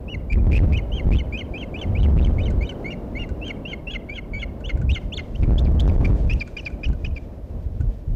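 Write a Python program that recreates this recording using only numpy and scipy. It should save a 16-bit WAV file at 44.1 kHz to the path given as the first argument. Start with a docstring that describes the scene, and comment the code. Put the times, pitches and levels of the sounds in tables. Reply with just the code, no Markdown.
"""From the start, gusts thump the microphone at an osprey's nest and overload it, chopping up the calls.
Through the wind the bird whistles a fast run of arched chirps that turn harsher, with a faint echo off the field.
From 2.5 s on, twigs tick underfoot: little bursts of noise that ring like dry wood.
Near 5 s its mate comes in on a faint swish of feather noise, and the voice breaks into short hoarse chips.
The voice is a gliding whistle with overtones and a rough shake; wind and wings are coloured noise."""
import sys
import numpy as np
from scipy import signal
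from scipy.fft import rfft, irfft, next_fast_len
from scipy.io import wavfile
from scipy.ndimage import map_coordinates

SR = 44100
rng = np.random.default_rng(int(sys.argv[2]) if len(sys.argv) > 2 else 0)


def inscribe(sig):
    """Save sig as 16-bit PCM at rate SR to the path in sys.argv[1].

    A 1-D sig is mono; a 2-D sig holds one channel per row.
    Samples are clipped to [-1, 1] before scaling.
    """
    pcm = np.round(np.clip(np.atleast_2d(sig).T, -1, 1) * 32767)
    wavfile.write(sys.argv[1], SR, pcm.astype(np.int16))


N = 359712
TIME = np.arange(N) / SR


def amp(db):
    """Turn decibels into a gain."""
    return 10 ** (np.asarray(db) / 20)


def unit(x):
    """Scale to an average strength (rms) of 1."""
    return x / np.sqrt(np.mean(x ** 2) + 1e-20)


def along(points, hz):
    """Read a value off (f/Hz, value) points, evenly in pitch rather than in Hz."""
    f, v = np.transpose(points)
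    return np.interp(np.log(hz + 1), np.log(f + 1), v)


def value_at(t, rows):
    """Read a value off (t/s, value) rows."""
    return np.interp(t, *np.transpose(rows))


def wobble(rate, n=N):
    """A smooth random curve through `rate` random points a second."""
    points = rng.standard_normal(int(n * rate / SR) + 4)
    return map_coordinates(points, [np.arange(n) * rate / SR])


def filtered(x, response):
    """Change the strength and timing of each frequency in x by response(hz)."""
    m = next_fast_len(len(x) + SR // 10)
    hz = np.fft.rfftfreq(m, 1 / SR)
    return irfft(rfft(x, m) * response(hz), m)[:len(x)]


def noise(spectrum):
    """Random noise coloured by a spectrum, at rms 1."""
    return unit(filtered(rng.standard_normal(N), lambda hz: amp(along(spectrum, hz))))


def fade(t, length, edge):
    """Soft opening and closing of a sound."""
    nearest_end = np.minimum(t, length - t)
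    return np.sin(np.pi / 2 * np.clip(nearest_end / edge, 0, 1)) ** 2


def add(track, s, sound):
    """Mix a sound into the track at time s."""
    part = track[round(s * SR):][:len(sound)]
    part += sound[:len(part)]


# gusts hitting the microphone: t/s, hold/s, level/dB
GUSTS = [(0.142, 0.026, -18), (0.325, 0.45, -13.5), (.47, .22, -9), (1.059, .1, -5.5), (1.866, .74, -16),
         (2.023, .27, -9.5), (3.03, .38, -31.5), (4.307, 0.076, -26), (4.738, 0.1, -18),
         (4.836, .08, -11.5), (5.042, 0.032, -22), (5.395, 0.969, -15.5), (5.419, .13, -6.5),
         (5.62, .13, -10.5), (5.85, .29, -7.5), (6.874, 0.06, -15), (7.01, 0.11, -23), (7.535, 0.21, -24),
         (7.809, 0.056, -16), (8.08, .08, -19.5)]


def pressure():
    """Force of the wind: each gust hits and drops fast inside a weaker, slower skirt, over a constant breeze."""
    rise_db_per_s, fall_db_per_s = 704.5, 303
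    skirt_start_db, skirt_db_per_s, breeze_db = -15.5, 41.5, -34.5
    power = amp(breeze_db) ** 2
    for s, hold_s, db in GUSTS:
        before, after = np.maximum(s - TIME, 0), np.maximum(TIME - s - hold_s, 0)
        core_db = -rise_db_per_s * before - fall_db_per_s * after
        skirt_db = skirt_start_db - skirt_db_per_s * (before + after)
        power = power + amp(db + np.maximum(core_db, skirt_db)) ** 2
    return np.sqrt(power)


# deep thumping of the eddies, only the shape counts: f/Hz, level/dB
BUFFET_SPECTRUM = [(12, -21.5), (25, -4), (45, 0), (70, -2), (110, -12.5), (200, -25.5), (400, -37.5),
                   (800, -57), (1600, -81.5), (4000, -120)]
# air rushing through the nest and over the field, before a common gain: t/s, level/dB
AIR = [(0.0, -42.5), (0.29, -43.5), (0.63, -39), (0.95, -39), (1.41, -42), (2.04, -36), (4.36, -44.5),
       (4.7, -43), (5.31, -43.5), (5.63, -37.5), (6.02, -34), (6.45, -46), (6.77, -44), (8.16, -50)]
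# colour of that rush, only the shape counts: f/Hz, level/dB
RUSH_SPECTRUM = [(40, -13.5), (120, 5.5), (230, 7), (400, 0), (600, -0.5), (800, -11), (1050, -15.5),
                 (1300, -22.5), (2000, -29), (3500, -38.5), (6000, -45), (10000, -52.5)]


def wind(air_gain_db=6, flurry_db=1.0, eddy_db=2.0):
    """Eddies of uneven force thump the microphone over a steadier rush of air."""
    eddies = amp(eddy_db * wobble(45)) * noise(BUFFET_SPECTRUM)
    buffet = pressure() * unit(eddies)
    rush_db = value_at(TIME, AIR) + air_gain_db + flurry_db * wobble(11)
    return buffet + amp(rush_db) * noise(RUSH_SPECTRUM)


def field(x, delay_s=.06, echo_db=-26, tail_db=-22, t60_s=.6):
    """The land returns one faint echo and a thin dying scatter, both dulled in the treble."""
    t = np.arange(SR // 2) / SR
    answer = rng.standard_normal(len(t)) * amp(-60 * t / t60_s)
    answer *= amp(tail_db) / np.linalg.norm(answer)
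    answer[round(delay_s * SR)] += amp(echo_db)
    returned = signal.fftconvolve(x, answer)[:N]
    return filtered(returned, lambda hz: 1 / (1 + (hz / 5500) ** 4))


# swish of the landing bird's wings: t/s, level/dB
WINGS = [(4.85, -87), (5, -69), (5.1, -71), (5.25, -66), (5.4, -64.5), (5.7, -72), (6, -62), (6.4, -62),
         (6.8, -68), (7.3, -69), (7.6, -68)]
# colour of air through flight feathers, only the shape counts: f/Hz, level/dB
FEATHERS = [(600, -30), (1800, 0), (3000, -3), (4200, -7), (5000, -7.5), (6500, -10), (8500, -17),
            (14000, -32)]


def wings(flutter_db=2):
    """Feathers swish faintly as the second bird brakes: noise with an unsteady level."""
    return amp(value_at(TIME, WINGS) + flutter_db * wobble(25)) * noise(FEATHERS)


# twigs under the talons, peaks before a common gain: t/s, level/dB
TWIGS = [(2.5027, -33), (2.7224, -38), (3.2908, -34.5), (3.478, -33.5), (4.6049, -40.5), (4.7726, -35.5),
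         (4.8143, -34.5), (6.4755, -35), (6.701, -39.5), (6.886, -38), (6.93, -39), (7.8076, -37.5)]
# ringing tones of a dry stick: f/Hz, width/Hz, level/dB
STICK = [(1484, 47, 15), (2490, 430, -5), (4200, 680, -11), (6600, 1200, -10), (8000, 1700, -13.5)]


def wood(f):
    """How a stick answers each frequency: a few resonances added with alternating signs."""
    total = 0
    for k, (center, width, db) in enumerate(STICK):
        resonance = 1j * f * width / (center * center - f * f + 1j * f * width)
        total = total + (-1) ** k * amp(db) * resonance
    return total


def twigs(t60_s=0.041, gain_db=-3):
    """A stick slips in a brief dying burst of tiny snaps that make it ring."""
    out, t = np.zeros(N), np.arange(SR // 10) / SR
    for s, db in TWIGS:
        snaps = rng.standard_normal(len(t)) * amp(1.9 * wobble(870, len(t)) - 60 * t / t60_s)
        tick = filtered(snaps, lambda f: wood(f) / (1 + (f / 9000) ** 8))
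        add(out, s, amp(db + gain_db) * tick / np.abs(tick).max())
    return out


# overtones of the whistle, before brightness and beak: multiple of the pitch, level/dB
OVERTONES = [(2, -17.5), (3, -25.5)]


def syrinx(pitch_hz, rasp, beak, bright_db, beat_hz=760, jitter=0.0094, flutter_db=2.25):
    """A whistle with overtones; rasp adds a shake at half the pitch, a loose slower beat and random scatter."""
    n = len(pitch_hz)
    unsteady_pitch = pitch_hz * (1 + jitter * (wobble(153, n) + 4 * rasp * wobble(900, n)))
    phase = 2 * np.pi * np.cumsum(unsteady_pitch) / SR
    whistle = np.sin(phase)
    beat = np.cos(2 * np.pi * beat_hz * np.arange(n) / SR + 0.55 * wobble(200, n))
    # the shake puts side lines around the pitch, and more strongly around the overtones
    shake = rasp * (.62 * beat + .4 * np.cos(phase / 2) + .4 * wobble(2600, n))
    upper = sum(amp(db + bright_db + 2.5 * wobble(110, n)) * np.sin(round(k) * phase)
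                for k, db in OVERTONES)
    extras = whistle * shake + upper * (1 + 1.6 * shake)
    colour = filtered(extras, lambda hz: amp(along(beak, hz)))
    return np.sqrt(2) * (whistle + colour) * amp(flutter_db * wobble(158, n))


def note(start, end, pitches, levels, rasp, beak, bright_db, edge=.004):
    """One stretch of voice: its onset time and sound. Pitches and levels are evenly spaced in time."""
    t = np.arange(start - edge / 2, max(end, start + edge) + edge / 2, 1 / SR)
    spread = lambda values: np.interp(t, np.linspace(t[0], t[-1], len(values)), values)
    voice = syrinx(spread(pitches), rasp, beak, bright_db)
    return t[0], voice * amp(spread(levels)) * fade(t - t[0], t[-1] - t[0], edge)


# throat and beak in the short chips, for overtones and side lines: f/Hz, level/dB
CHIP_BEAK = [(1000, -10.5), (1700, -4), (2900, -5.5), (3900, -15.5), (4900, -1.5), (6000, -5.5),
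             (7200, -10.5), (8500, -23), (11000, -31)]


def chip(s, length, pitches, db, sag_db=6.5):
    """One short hoarse note that swells a little and then sags."""
    levels = [db - 4, db - .5, db - sag_db]
    return note(s, s + length, pitches, levels, rasp=.5, beak=CHIP_BEAK, bright_db=0.5)


# rising chips: t/s, climb/s, hook after it/s, start f/Hz, top f/Hz, level/dB
RISING_CHIPS = [(5.35, 0.015, 0.0074, 2550, 3200, -44), (5.58, 0.017, 0.0018, 3020, 3840, -28.5),
                (5.796, .016, 0.0038, 2990, 3890, -27.5), (6.047, 0.017, 0.0059, 2306, 2320, -26),
                (6.297, .033, 0.0092, 2402, 2720, -29), (6.567, 0.014, .024, 2393, 2430, -29),
                (6.834, 0.017, 0.016, 2377, 2600, -28.5), (7.046, 0.01, 0.016, 2370, 2570, -32.5)]
# falling chips: t/s, level/dB, level of the squeak before it/dB
FALLING_CHIPS = [(5.426, -37, -55), (5.657, -43, -49), (5.887, -39.5, -38), (6.408, -27.5, -41),
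                 (6.662, -26.5, -41), (7.163, -33, -59)]
# pitches of the slide in every falling chip, evenly spaced in time: f/Hz
SLIDE_HZ = [2670, 2366, 2350, 2240]
# pitches of the squeak out of a rising chip, evenly spaced in time: f/Hz
SQUEAK_UP_HZ = [4200, 5500, 6300, 6400]
# pitches of the squeak into a falling chip, evenly spaced in time: f/Hz
SQUEAK_DOWN_HZ = [5700, 4970, 4200, 3300]


def chips(squeak_s=0.0097, slide_s=.02, shortest_hook_s=.008):
    """The voice cracks: a chip rises and squeaks out, or a squeak drops into a falling chip."""
    out = np.zeros(N)
    # the hook jumps to a middle register, then bends down
    hook_hz = 2967 - 520.2 * np.linspace(0, 1) ** 3
    for s, climb_s, hook_s, start_hz, top_hz, db in RISING_CHIPS:
        add(out, *chip(s, climb_s, [start_hz, top_hz], db))
        # a hook too short to sound is left as a gap
        if hook_s > shortest_hook_s:
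            add(out, *chip(s + climb_s, hook_s, hook_hz, db - 5))
        add(out, *chip(s + climb_s + hook_s, squeak_s, SQUEAK_UP_HZ, db - 28))
    for s, db, squeak_db in FALLING_CHIPS:
        add(out, *chip(s - squeak_s, squeak_s, SQUEAK_DOWN_HZ, squeak_db))
        add(out, *chip(s, slide_s, SLIDE_HZ, db))
    return out


# harshness of the voice, scaled for each part of a chirp: t/s, rasp (0-1)
RASP = [(0, 0), (1.5, 0.13), (2.7, 0.15), (3.3, 0.13), (4.2, 0.22), (5.1, 0.05)]
# overtone strength as the voice and the head turn change: t/s, level/dB
SHINE = [(0, -1.5), (1.3, -0.5), (2, -1), (2.7, 4), (3.2, -1.5), (3.7, -2), (4.2, -1), (4.7, 3.5),
         (5.2, 5.5)]
# alarm as the mate flies in: t/s, alarm (0-1)
ALARM = [(3.2, 0), (4.4, .15), (4.649, 0.7), (5.119, 0.99)]
# throat and beak in the long chirps, for overtones and side lines: f/Hz, level/dB
BEAK = [(1000, -18), (1500, 7.5), (2000, 0), (2700, 9), (3400, -6), (3900, -9), (4600, -6), (5300, -14),
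        (6000, -7), (6700, -4.5), (7500, -9.5), (8500, -20), (11000, -22)]


def chirp(start, length, climb_s, start_hz, climb_hz, crest_hz, db, tail_db):
    """One chirp in parts: a smoother climb, a rougher crest that falls, and a low tail; high crests thin out."""
    rasp, bright, alarm = (value_at(start, rows) for rows in (RASP, SHINE, ALARM))
    rough = 1.9 * rasp
    brk, end = start + climb_s, start + length
    # alarm draws out the tail and makes it hoarse
    drop = end - .014 - alarm * .014
    rise_hz = start_hz + climb_hz

    # the climb swells in and weakens towards the break in the voice
    swell_in = -6.5 * np.exp(-np.linspace(0, climb_s) / .0062)
    swell = swell_in + 1 - 5.5 * np.linspace(0, 1) ** 2
    climb = note(start, brk, [start_hz, rise_hz], db + swell, 0.44 * rasp, BEAK, bright - 2)

    # the crest loses 24 dB for each octave above its easiest pitch, 2670 Hz
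    crest_db = db - 24 * np.log2(crest_hz / 2670)
    last_hz, middle_hz = min(2665, crest_hz), 3006
    if crest_hz > 3393 and rise_hz < middle_hz:
        # a wide leap is made in steps: the voice catches on the middle register going up and coming down
        up, down = brk + 0.34 * (drop - brk), brk + 0.67 * (drop - brk)
        top_hz = [.98 * crest_hz, crest_hz, 1.1 * crest_hz]
        return_hz = [1.05 * middle_hz, middle_hz, last_hz]
        crest = [note(brk, up, [.96 * middle_hz, middle_hz], [crest_db, crest_db], rough, BEAK, bright + 2),
                 note(up, down, top_hz, [crest_db + 3, crest_db - 11], rough, BEAK, bright - 2),
                 note(down, drop, return_hz, [db + 0.5, db - 6], rough, BEAK, bright + 4)]
    else:
        arch_hz = [max(rise_hz, .94 * crest_hz), .985 * crest_hz, crest_hz,
                   (last_hz + crest_hz) / 2, last_hz]
        arch_db = [crest_db, crest_db - 1.5, crest_db, db - 3, db - 1.5]
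        crest = [note(brk, drop, arch_hz, arch_db, rough, BEAK, bright + 1)]

    tail_levels = tail_db - 1.5 - np.array([0, 0, 11])
    tail_rasp = 0.83 * rasp + alarm * .5
    tail = note(drop, end, [2260, 1990], tail_levels, tail_rasp, BEAK, bright + 2)
    return [climb, *crest, tail]


# arched chirps, levels before shaping:
# t/s, length/s, climb/s, start f/Hz, climb by f/Hz, crest f/Hz, level/dB, tail level/dB
CHIRPS = [(0.081, 0.076, .011, 2490, 250, 2950, -35, -34), (0.3, 0.061, .021, 2284, 170, 2417, -32.5, -36),
          (0.515, .080, 0.041, 2334, 173, 2590, -29.5, -28.5),
          (0.72, 0.082, 0.042, 2265, 303, 3020, -31, -34),
          (.919, 0.092, 0.018, 2790, 350, 3230, -34, -32.5), (1.117, 0.1, 0.035, 2275, 397, 3400, -32, -34),
          (1.325, 0.1, .051, 2280, 383, 3164, -31.5, -33),
          (1.538, 0.11, 0.041, 2320, 345, 3240, -34.5, -35.5),
          (1.741, .110, 0.026, 2290, 338, 3430, -34.5, -38.5),
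          (1.951, 0.12, 0.025, 2190, 403, 3800, -34.5, -40.5),
          (2.175, 0.11, 0.024, 2280, 425, 3720, -35.5, -42),
          (2.384, 0.11, 0.026, 2120, 450, 3690, -35.5, -38.5),
          (2.609, 0.12, 0.037, 2110, 350, 3800, -34.5, -47),
          (2.844, 0.1, 0.061, 2050, 390, 2880, -35, -35.5),
          (3.152, .100, 0.035, 2040, 317, 2856, -32.5, -35),
          (3.415, .104, 0.032, 2536, 350, 3210, -34, -29),
          (3.652, 0.094, 0.029, 2640, 345, 3210, -34, -27.5),
          (3.87, 0.1, 0.038, 2645, 241, 3382, -32, -27.5), (4.089, 0.11, 0.05, 2184, 306, 3270, -34, -30),
          (4.335, 0.11, 0.057, 2237, 60, 3360, -33.5, -29.5),
          (4.641, 0.077, 0.03, 2660, 770, 3550, -38, -31.5),
          (4.893, 0.093, 0.028, 2380, 810, 3800, -29, -31.5),
          (5.122, .089, 0.024, 2440, 1300, 4400, -29.5, -32.5)]


def chirps():
    """The run of arched chirps, each joined from its separate stretches of voice."""
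    out = np.zeros(N)
    for row in CHIRPS:
        for onset, sound in chirp(*row):
            add(out, onset, sound)
    return out


def scene():
    """Wind, nest and birds at one microphone."""
    birds = chirps() + chips()
    return (wind() + field(birds) + wings() + twigs() + birds)[None]


def saturate(x, top, hardness):
    """An amplifier stage that cannot swing beyond top."""
    return x / (1 + np.abs(x / top) ** hardness) ** (1 / hardness)


# colour of the amplifier hiss, only the shape counts: f/Hz, level/dB
HISS_SPECTRUM = [(100, -7.5), (1500, 14.5), (4500, 1), (7000, -5), (9500, -1), (14500, 2.5), (16000, -17.5)]


def record(dry, coupling_hz=26, rail=0.246, hiss_db=-69, top_hz=15700):
    """The preamplifier clips, its coupling capacitor makes the flat tops droop, and the next stage clips again."""
    clipped = np.clip(dry[0], -rail, rail)
    drooped = filtered(clipped, lambda hz: 1j * hz / (coupling_hz + 1j * hz))
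    second = saturate(drooped, top=.257, hardness=30) * fade(TIME, TIME[-1], .004)
    hissing = second + amp(hiss_db) * noise(HISS_SPECTRUM)
    # nothing passes above top_hz
    return filtered(hissing, lambda hz: hz < top_hz)[None]


dry = scene()
out = record(dry)
inscribe(out)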